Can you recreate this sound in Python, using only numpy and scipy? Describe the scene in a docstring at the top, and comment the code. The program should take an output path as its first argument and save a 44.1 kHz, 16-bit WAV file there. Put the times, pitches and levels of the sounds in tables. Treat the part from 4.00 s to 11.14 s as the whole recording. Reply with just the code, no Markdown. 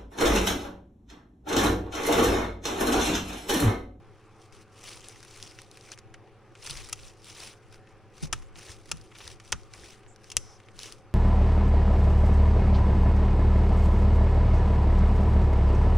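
"""A distant fan and other hums, sine waves of wavering phase, lie over the hiss of a garage's air throughout.
Soon a switch's wire harness drags over a plastic bag: shaped noise rustles, short ticks and puffs crackle.
Fingers and wires rub as bands of hiss; the workbench adds low noise swells and, later, fading knocks.
From about three seconds on, the detent of the plastic stalk switch snaps: short rattles make it ring.
Two close microphone ports agree best in the middle range and differ more in the treble."""
import sys
import numpy as np
from scipy import signal
from scipy.fft import rfft, irfft, next_fast_len
from scipy.io import wavfile
from scipy.ndimage import uniform_filter1d

SR = 44100
rng = np.random.default_rng(int(sys.argv[2]) if len(sys.argv) > 2 else 0)


def wav_record(signal):
    """Record a signal, one row per channel, as 16-bit PCM in the file named by sys.argv[1]."""
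    frames = np.transpose(np.atleast_2d(signal))
    bounded = np.clip(frames, -1, 1)
    # unit amplitude maps onto the largest positive 16-bit level
    quanta = np.round(bounded * 32767).astype(np.int16)
    wavfile.write(sys.argv[1], SR, quanta)


def field_ratio(decibels):
    """Amplitude ratio for a level in dB (20 dB per decade); scalars and array-likes work."""
    return 10 ** (np.asarray(decibels, dtype=float) / 20)


N = 314874  # length in samples

# How far the two ports differ for sound from all around the room.
# Each row: frequency in Hz, port difference against port sum in dB.
ROOM_SIDE = [(60, 1.5), (110, -14), (200, -30), (380, -21.5), (700, -10), (1290, -100.5), (2380, -16.5),
             (4400, -3.5), (8120, 3.5), (15000, 3.5)]


def evened(x):
    """Gives a sound an rms of 1."""
    return x / np.sqrt(np.mean(x ** 2) + 1e-20)


def levelled(x):
    """Gives each short sound an rms of 1 over its first 3 ms."""
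    return x / np.sqrt(np.mean(x[..., :132] ** 2, -1, keepdims=True) + 1e-20)


def read(points, hz):
    """Reads a table between its points, along a logarithmic frequency axis."""
    f, value = np.transpose(points)
    return np.interp(np.log(hz + 1), np.log(f + 1), value)


def coloured(x, points):
    """Filters x by a spectrum in dB."""
    size = next_fast_len(N)
    gain = field_ratio(read(points, np.fft.rfftfreq(size, 1 / SR)))
    return irfft(rfft(x, size) * gain, size)[..., :N]


def band(x, lo_hz, hi_hz):
    """Keeps the frequencies from lo_hz to hi_hz."""
    return signal.sosfilt(signal.butter(2, [lo_hz, hi_hz], "band", fs=SR, output="sos"), x)


def add(mix, s, sound):
    """Adds a sound to the mix at s seconds, cut off where the mix ends."""
    part = mix[..., round(s * SR):][..., :sound.shape[-1]]
    part += sound[..., :part.shape[-1]]


def ports(total, other, side):
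    """Left and right from the port sum and an unlike signal that makes their difference."""
    difference = coloured(other, side)
    return np.array([total + difference, total - difference])


def swells(rows, rest_db, roundness):
    """Level in dB of overlapping swells above a resting level."""
    t = np.arange(0, N + 32, 32) / SR
    s, db, rise, fall = np.transpose(rows)[:, :, None]
    before = (s - t) / np.maximum(rise, .01)
    after = (t - s) / np.maximum(fall, .01)
    away = np.where(t < s, before, after)
    power = field_ratio(2 * rest_db) + field_ratio(2 * (db - 20 * away ** roundness)).sum(0)
    return np.interp(np.arange(N) / SR, t, 10 * np.log10(power))


def air():
    """Room air with slight drifting patches, and the wavering lines of the fan and other hums."""
    # Colour of the room air. Each row: frequency in Hz, relative level in dB per Hz.
    air_colour = [(25, -1), (65, -26.5), (108, -2.5), (163, -13.5), (200, -7.5), (255, -14.5), (340, -6),
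                  (540, -10.5), (650, -18), (770, -10), (900, -16), (1200, -12), (1600, -19), (2500, -23),
                  (4000, -35.5), (5500, -37), (7500, -48), (10000, -47.5), (11200, -46.5), (12000, -72),
                  (13500, -64), (15300, -59), (16500, -59)]
    # Blade-pass hum of the fan. Each row: multiple of fan_hz, rms level in dB, width in Hz.
    fan_lines = [(1, -65, 2.2), (2, -77, 6.8), (3, -69.5, 4.53), (4, -68, 4.5), (5, -71.5, 2.8),
                 (7, -72.5, 10)]
    # Other steady hums. Each row: frequency in Hz, rms level in dB, width in Hz.
    other_hums = [(100, -64, 1.5), (121, -65, 2.5), (365, -72, 10), (400, -71, 5)]
    fan_hz, air_db = 108.4, -57.5
    z = signal.stft(rng.standard_normal((2, N + 2048)), nperseg=1024)[2]
    patches = uniform_filter1d(rng.standard_normal(z.shape[1:]), 10, 0)
    patches = evened(uniform_filter1d(patches, 8, 1))
    noise = signal.istft(z * field_ratio(1.7 * patches), nperseg=1024)[1][:, :N]
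    noise = coloured(noise, air_colour)
    noise *= field_ratio(air_db) / np.std(noise[0])
    fan = [(round(k) * fan_hz, db, width_hz) for k, db, width_hz in fan_lines]
    for hz, db, width_hz in [*fan, *other_hums]:
        # the phase drifts, the level holds
        wander = np.cumsum(rng.standard_normal(N)) * np.sqrt(2 * np.pi * width_hz / SR)
        noise[0] += field_ratio(db) * evened(np.sin(2 * np.pi * hz * np.arange(N) / SR + wander))
    return ports(*noise, ROOM_SIDE)


def drag_db():
    """How strongly the harness drags over the bag, in dB: strokes above a resting level."""
    # Strokes of the harness. Each row: loudest moment in seconds, drag level in dB,
    # rise in seconds over 20 dB, fall in seconds over 20 dB.
    strokes = [(.25, -75.5, .3, 0.13), (.45, -63, 0.14, 0.057), (.535, -59, 0.022, 0.098),
               (.62, -61, 0.13, 0.026), (.896, -46, 0.15, 0.15), (1.1, -53.5, 0.35, 0.17),
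               (1.4, -53, 0.34, 0.36), (1.61, -58.5, 0.089, 0.033), (1.74, -59.5, 0.046, 0.16),
               (1.86, -55, 0.083, 0.11), (1.932, -47.5, 0.026, 0.021), (1.99, -58, 0.011, 0.013),
               (2.62, -58, 0.09, .05), (2.68, -42, 0.06, 0.084), (2.79, -47, 0.17, 0.18),
               (3.07, -52.5, 0.28, 0.082), (3.3, -48.5, 0.11, 0.048), (3.44, -46, 0.18, .13),
               (3.66, -70, 0.1, .1), (3.74, -61, 0.058, 0.081), (3.91, -70.5, 0.1, 0.061),
               (4.17, -58, 0.051, 0.085), (4.238, -44, 0.034, 0.044), (4.345, -58, 0.032, 0.18),
               (4.58, -51, 0.037, 0.17), (4.7, -47.5, 0.074, 0.085), (4.9, -61.5, 0.26, 0.45),
               (5.19, -53, 0.051, 0.11), (5.3, -51, .15, 0.067), (5.476, -58, 0.094, 0.095),
               (5.58, -62, 0.14, 0.18), (5.745, -57, 0.049, 0.16), (5.86, -52.5, 0.12, 0.16),
               (6.26, -62.5, 0.097, 0.48), (6.5, -68, 0.33, 0.47), (6.84, -47, 0.1, 0.14)]
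    rest_db, roundness = -79, 1.43  # roundness of a stroke's top: 1 pointed, 2 round
    return swells(strokes, rest_db, roundness)


def rustle():
    """Dense small slips of the film: hiss plus uneven grains, in clumps. Rows: a sound and an unlike twin."""
    # Colour of the plastic film. Each row: frequency in Hz, relative level in dB per Hz.
    film_colour = [(180, -27.5), (300, 1), (434, 5), (617, 1), (780, 1), (1450, 2), (1600, -1), (2520, 4.5),
                   (4390, 0), (5930, 4), (6780, -2.5), (9980, -4), (12600, -26.5), (15400, -16.5),
                   (16500, -49.5)]
    level_db = drag_db()
    clumps = field_ratio(2. * evened(uniform_filter1d(rng.standard_normal(N), 300)))
    grain_size = field_ratio(2.58 * np.minimum(rng.exponential(1, N), 4))
    grain_size *= rng.random(N) < 500. / SR  # some 500 grains a second
    grains = evened(signal.oaconvolve(grain_size, np.exp(-np.arange(200) / 53.0))[:N])
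    hiss = clumps * (0.94 + 0.39 * grains) * rng.standard_normal((2, N))
    z = signal.stft(hiss, nperseg=256)[2]
    # different folds sound at different pitches: uneven patches some 800 Hz wide and 30 ms long
    folds = uniform_filter1d(rng.standard_normal(z.shape[1:]), 5, 0)
    folds = evened(uniform_filter1d(folds, 10, 1))
    slips = signal.istft(z * field_ratio(1.6 * folds), nperseg=256)[1][:, :N]
    slips = evened(coloured(slips, film_colour))
    dull = signal.lfilter(*signal.butter(1, 3500, fs=SR), slips)
    tilt_db = 1. + .02 * (level_db + 55)  # harder drags sound brighter
    return (dull * field_ratio(-tilt_db) + (slips - dull) * field_ratio(tilt_db)) * field_ratio(level_db)


def ticks():
    """Lesser folds pop at random, louder as the bag moves, each at one of ten pitches."""
    out, t = np.zeros((2, N)), np.arange(200) / SR
    for hz in np.geomspace(1800, 9500, num=10):
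        pops = field_ratio(3.9 * np.minimum(rng.exponential(1, N), 3))
        pops = pops * (rng.random(N) < 9. / SR)  # some 9 a second at each pitch
        pops = pops * rng.choice([-1, 1], (2, N))
        ping = np.sin(2 * np.pi * hz * t) * np.exp(-t * hz / 2.3)
        out += signal.oaconvolve(pops, ping[None], axes=1)[:, :N]
    return out * field_ratio(drag_db() + 7.0)


def crackles():
    """Each fold that pops is a sharp tick with a short puff; the dull part lasts longest."""
    # Loudest crackles of the bag, before they travel to the microphone.
    # Each row: start in seconds, peak in dB, pitch of the fold in Hz,
    # loss in dB per squared octave away from that pitch (below 0 counts as 0).
    loud_folds = [(0.5252, -38, 2400, 5.0), (0.7921, -39, 2500, 4), (0.8744, -39, 5780, 5.0),
                  (0.887, -35, 6010, 5.0), (1.0856, -25.5, 8220, 12), (1.1597, -37.5, 2220, 9),
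                  (1.205, -34.5, 2660, 3), (1.229, -31.5, 2600, 4), (1.2496, -33, 2270, 1),
                  (1.4271, -22.5, 4870, 17), (1.475, -33, 5100, 18), (1.546, -52, 5070, 14),
                  (1.5884, -27.5, 1250, 2.5), (1.6181, -28.5, 4850, 0.5), (1.714, -32, 5070, 14),
                  (1.773, -29, 2120, 1.5), (1.8107, -35.5, 4830, 26), (1.8881, -37, 2080, 8),
                  (1.9177, -27.5, 2990, 11), (1.9767, -33, 2360, 16), (1.9885, -31, 2990, 6),
                  (2.141, -33, 1600, 3), (2.2757, -49, 1220, 10), (2.5531, -34.5, 2100, 11),
                  (2.647, -31, 9930, 5.0), (2.662, -27, 5950, 9), (2.6655, -23, 5180, 14),
                  (2.6732, -21, 2750, 5.0), (2.6974, -23, 3210, 13), (2.7047, -22, 5710, 11),
                  (2.7089, -17.5, 5600, 24), (2.7492, -38, 5970, 5.0), (2.7726, -24, 4050, 10),
                  (2.8036, -34, 5020, 3), (2.8886, -31, 6030, -1), (2.8962, -29, 5160, 0),
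                  (2.9917, -46, 1300, 5.0), (3.2448, -33, 4960, 5.0), (3.3014, -34, 2790, 5.0),
                  (3.377, -34, 3290, 1), (3.7264, -37, 1510, 1), (3.7437, -37.5, 2290, 8),
                  (3.8726, -45, 1220, 5.0), (4.181, -36, 2170, 3), (4.2263, -28.5, 6860, 3),
                  (4.4234, -39, 1370, 2), (4.5575, -32.5, 1330, 8), (4.589, -40, 3160, 2),
                  (4.666, -43, 5550, 5.0), (4.718, -35, 4880, 5.0), (4.8577, -36, 3120, 3),
                  (4.8926, -33.5, 3030, 5.0), (4.9716, -35.5, 6270, 1), (5.013, -37.5, 3740, 10),
                  (5.1527, -46, 2860, 5.0), (5.1857, -34, 5200, 5.0), (5.2046, -35.5, 1440, 8),
                  (5.2777, -22, 3700, 5.0), (5.3998, -35, 2280, 9), (5.4575, -44, 2470, 5.0),
                  (5.4774, -41, 4690, 13), (5.4874, -45, 1970, 5.0), (5.634, -43, 3540, 10),
                  (5.737, -29.5, 2820, 8), (5.7748, -49, 5140, 5.0), (5.7967, -37, 5100, 21),
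                  (5.996, -55, 1200, 5.0), (6.0336, -45, 1310, 10), (6.064, -41.5, 1200, 7),
                  (6.1614, -37, 3150, 6.5), (6.243, -34, 2520, 4.5), (6.602, -39, 2050, 12),
                  (6.6862, -36, 1500, 8), (6.791, -25, 3420, 9), (6.8004, -30, 5000, 14),
                  (6.8224, -41, 3010, 5.0), (6.8324, -23.5, 4800, 11), (6.924, -24.5, 4940, 7.5)]
    # Pitches in Hz of the dull, middle and bright part of a pop.
    parts_hz = np.array([1730, 4400, 8450])
    out, t = np.zeros((2, N)), np.arange(1200) / SR
    # for the dull, middle and bright part: strength of the puff, its decay in seconds
    puff, lasting = np.array([[0.32, 0.3, 0.1], [0.0057, 0.0029, 0.0028]])[:, :, None, None]
    noise = rng.standard_normal((len(loud_folds), 1, 2, len(t)))
    noise = noise + 1.95 * (t == 0) * [[1], [0]]  # a clean tick, in the first row only
    noise = noise * (np.exp(-t / 0.0001) + puff * np.exp(-t / lasting))
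    dull = band(noise[:, 0], 1000, 3000)
    middle = band(noise[:, 1], 3000, 6500)
    bright = band(noise[:, 2], 6500, 11000)
    parts = levelled(np.stack([dull, middle, bright], 1))
    for (s, db, hz, narrow_db), part in zip(loud_folds, parts):
        loss_db = max(narrow_db, 0) * np.log2(parts_hz / hz) ** 2
        pop = np.tensordot(field_ratio(-loss_db), part, 1)
        add(out, s, field_ratio(db) * pop / abs(pop[0]).max())
    return out


def slides():
    """Skin or wire rubbing on the switch: hiss in one band."""
    # Each row: start in seconds, end in seconds, middle of the band in Hz, width in Hz,
    # rms level in dB before the hiss is faded.
    rubs = [(6.07, 6.15, 7400, 1100, -64), (6.37, 6.6, 5640, 1100, -60), (1.478, 1.52, 5000, 500, -60),
            (5.113, 5.13, 1900, 1600, -55), (5.148, 5.172, 2200, 2600, -50),
            (5.203, 5.222, 2200, 2800, -49), (5.742, 5.758, 1500, 1600, -54), (.872, .895, 3200, 2400, -47)]
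    out = np.zeros((2, N))
    for start, end, hz, width_hz, db in rubs:
        hiss = band(rng.standard_normal((2, SR // 4)), hz - width_hz / 2, hz + width_hz / 2)
        hiss = hiss[:, :round((end - start) * SR)]
        length = hiss.shape[1]
        fade = signal.windows.tukey(length, .4) * field_ratio(np.linspace(2, -3.5, length))
        add(out, start, field_ratio(db) * evened(hiss) * fade)
    return out


def bench():
    """Lumpy low rumble that also rocks the mount, and separate knocks."""
    # Bumps through the bench. Each row: loudest moment in seconds, level in dB,
    # rise in seconds over 20 dB, fall in seconds over 20 dB.
    bumps = [(.99, -65, 0.23, 0.24), (1.21, -65, 0.09, 0.11), (2.03, -67, .1, 0.25), (2.76, -52.5, 0.2, .3),
             (2.98, -54, 0.21, 0.23), (3.25, -64.5, .2, 0.57), (4.24, -44.5, 0.029, 0.18),
             (4.34, -46, 0.12, 0.18), (4.59, -56, 0.076, 0.042), (4.69, -57, 0.057, .2),
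             (4.93, -48, 0.061, 0.12), (5.31, -55, .2, 0.061), (5.55, -44.5, 0.076, 0.06),
             (5.83, -55.5, .18, 0.12), (6.375, -39.5, 0.031, 0.027), (6.48, -65, .3, .12),
             (6.8, -57, 0.051, .025)]
    # Modes in which the microphone mount rocks sideways, heard in opposite sense at the two ports.
    # Each row: frequency in Hz, width in Hz, rms level in dB against the push.
    mount_modes = [(24, 3, 0), (148, 22, -10), (255, 30, -22)]
    # Knocks that shake the mount. Each row: start in seconds, level in dB before the soft onset,
    # frequency in Hz, time to fall by 60 dB in seconds, turns by which the right port leads.
    knocks = [(2.699, -39, 133, 0.22, 0.27), (2.95, -45, 95, 0.08, 0.18), (4.226, -22, 156, .13, 0.39),
              (4.335, -38, 121, 0.2, .4), (4.565, -46, 152, .2, 0.62), (4.698, -36.5, 89, 0.066, 0.096),
              (4.886, -46, 146, .15, 0.41), (4.93, -33.5, 157.5, 0.14, 0.32), (5.25, -41, 75, 0.099, .05),
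              (5.501, -47, 150, .12, .5), (5.541, -34.5, 150, 0.11, 0.37), (5.532, -34, 74.6, 0.13, 0.045),
              (6.367, -30, 118, 0.07, 0.29)]
    rest_db, roundness = -70.5, 0.86  # the bench at rest; roundness of a bump's top
    noise, push = rng.standard_normal((4, N)), field_ratio(swells(bumps, rest_db, roundness))
    rumble = evened(band(noise[0], 30, 85)) + .6 * evened(band(noise[1], 22, 27))
    rumble = evened(rumble) * push
    rocking = 0.3 * evened(band(noise[2], 30, 100)) * push
    for hz, width_hz, db in mount_modes:
        mode = signal.iirpeak(hz, hz / width_hz, SR)
        steady = np.std(signal.lfilter(*mode, noise[3]))
        rocking += field_ratio(db) * signal.lfilter(*mode, noise[3] * push) / steady
    out, t = np.array([rumble + rocking, rumble - rocking]), np.arange(SR // 3) / SR
    for s, db, hz, t60, lead in knocks:
        swing = np.sin(2 * np.pi * (hz * t + np.array([[0], [lead]])))
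        # the bench top shudders
        swing += 0.27 * evened(band(rng.standard_normal((2, len(t))), 63.2, 240))
        onset = 1 - np.exp(-t / 0.0027)
        add(out, s, swing * field_ratio(db - 60 * t / max(t60, .01)) * onset)
    return out


def snaps():
    """Each blow is a short rattle of loose parts through the heavily damped modes of the switch."""
    # Detent snaps and their bounces, before they travel to the microphone; levels are rms over 3 ms.
    # Each row: start in seconds, lever level in dB, housing against lever in dB,
    # tick against lever in dB, decay of the rattle in seconds.
    blows = [(2.9275, -42, -10, 5, 0.00027), (2.9285, -29, -9, -0.5, 0.0023),
             (4.327, -26.5, -1.5, -3, 0.0045), (4.3304, -33, 5.5, -7, 0.0053),
             (4.9142, -28.5, -9, -1, 0.0024), (4.917, -31.5, 1.5, -4, 0.0019),
             (5.521, -31.5, -5, 4.5, 0.0034), (5.525, -23, 0.5, -23, 0.0014),
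             (6.301, -42, -8.5, -5.5, 0.0018), (6.3164, -39, -13, -5, 0.005),
             (6.3681, -23.5, -24, 7, 0.00046), (6.3693, -35, -22, 1, 0.0025)]
    # What the switch rings with. Each row: frequency in Hz, width in Hz (damping uses at least 150),
    # relative level in dB within its part of the switch.
    switch_modes = [(415, 120, -9.5), (734, 74, -28), (950, 210, -11), (1300, 92, 5.5), (1590, 380, -4),
                    (2260, 120, -15), (2780, 300, 17.5), (3220, 250, 10.5), (3660, 480, -25),
                    (5300, 170, 2), (5970, 780, 14), (6260, 1500, -3), (7380, 1000, -10.5),
                    (9640, 760, -15.5)]
    shell_db = -1.14  # the shell against the lever
    strike, crisp_s = 4.5, 0.00072  # clean first blow; it weakens for rattles longer than crisp_s
    out, t = np.zeros((2, N)), np.arange(2500) / SR
    hz, width_hz, mode_db = np.transpose(switch_modes)[:, :, None, None]
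    damping = np.exp(-np.pi * np.maximum(width_hz, 150) * t)
    modes = field_ratio(mode_db) * damping * np.sin(2 * np.pi * hz * t) * np.sqrt(width_hz)
    part = np.digitize(hz.ravel(), [1900, 4500, 6900])  # housing, shell, lever, tick
    bodies = np.array([modes[part == k].sum(0) for k in range(4)])
    # longer chatter of each part: its strength, its decay in seconds
    chatter = np.array([[0.12, 0.57, 0.44, 0.024], [0.012, 0.0042, 0.0055, 0.005]])
    loose, lasting = chatter[:, :, None, None]
    for s, db, housing_db, tick_db, length in blows:
        fading = np.exp(-t / max(length, 1e-4)) + loose * np.exp(-t / lasting)
        rattle = rng.standard_normal((4, 2, len(t))) * (1 - np.exp(-t * 3000)) * fading
        first_blow = strike * np.exp(-length / crisp_s) * (t == 0) * [[1], [.4]]
        rung = signal.fftconvolve(bodies, rattle + first_blow, axes=2)[..., :len(t)]
        part_db = db + np.array([housing_db, shell_db, 0, tick_db])
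        add(out, s, np.tensordot(field_ratio(part_db), levelled(rung), 1))
    return out


def garage(x):
    """Echoes of the room: sparse taps of random sign, each band dying at its own speed."""
    # Each row: frequency in Hz, time to fall by 60 dB in seconds.
    dying = [(200, 0.58), (1500, 0.36), (5000, 0.32), (12000, 0.42)]
    taps = np.zeros((2, SR // 2))
    at = np.arange(300, SR // 2 - 20, 20) + rng.integers(0, 20, (2, (SR // 2 - 301) // 20))
    np.put_along_axis(taps, at, rng.choice([-1., 1.], at.shape), 1)
    hz, t, z = signal.stft(taps, SR, nperseg=256)
    decay = field_ratio(-60 * t / read(dying, hz)[:, None])
    tail = signal.istft(z * decay, SR, nperseg=256)[1]
    wet = signal.fftconvolve(x[None], tail / np.linalg.norm(tail[0]), axes=1)[:, :N]
    return ports(*wet, ROOM_SIDE)


def scene():
    """Sums the sounds of bag and switch, their echoes in the garage, the bench and the air."""
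    # How hits reach the microphone, losing the top and the bass. Each row: frequency in Hz, gain in dB.
    reach = [(150, -20.5), (400, -8), (10500, -0.5), (12000, -17), (13500, -20), (15300, -3), (16500, -27)]
    # How far the ports differ for rustle and rubbing on the switch, then for snaps and crackles. # Each row:
    # frequency in Hz, port difference against port sum in dB.
    near_side = [(60, -4), (110, -18), (200, -7), (380, -38), (700, -29.5), (1290, -33.5), (2380, -67.5),
                 (4400, -16), (8120, -3), (15000, 0)]
    hit_side = [(200, -21), (700, -28), (1290, -29.5), (2380, -24), (4400, -10.5), (8120, -6), (15000, 2)]
    near = rustle() + slides()
    hits = coloured(ticks() + crackles() + snaps(), reach)
    direct = ports(*near, near_side) + ports(*hits, hit_side)
    echoes = field_ratio(-28.5) * garage(near[0] + hits[0])
    return direct + echoes + bench() + air()


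def low_pass(x):
    """Removes everything above the highest recorded frequency."""
    return signal.sosfilt(signal.butter(12, 17060, fs=SR, output="sos"), x)


def record(dry):
    """The two microphone ports: the left one hears more treble."""
    # Each row: frequency in Hz, gain of the left port in dB.
    left_lift = [(60, 3), (110, 0.0), (200, 2), (380, -0.5), (700, 0.0), (1290, -0.5), (2380, 1.5),
                 (4400, 2), (8120, 0.5), (15000, 2.5)]
    left = coloured(dry, left_lift)[0]
    return low_pass(np.array([left, dry[1]]))


dry = scene()
out = record(dry)
wav_record(out)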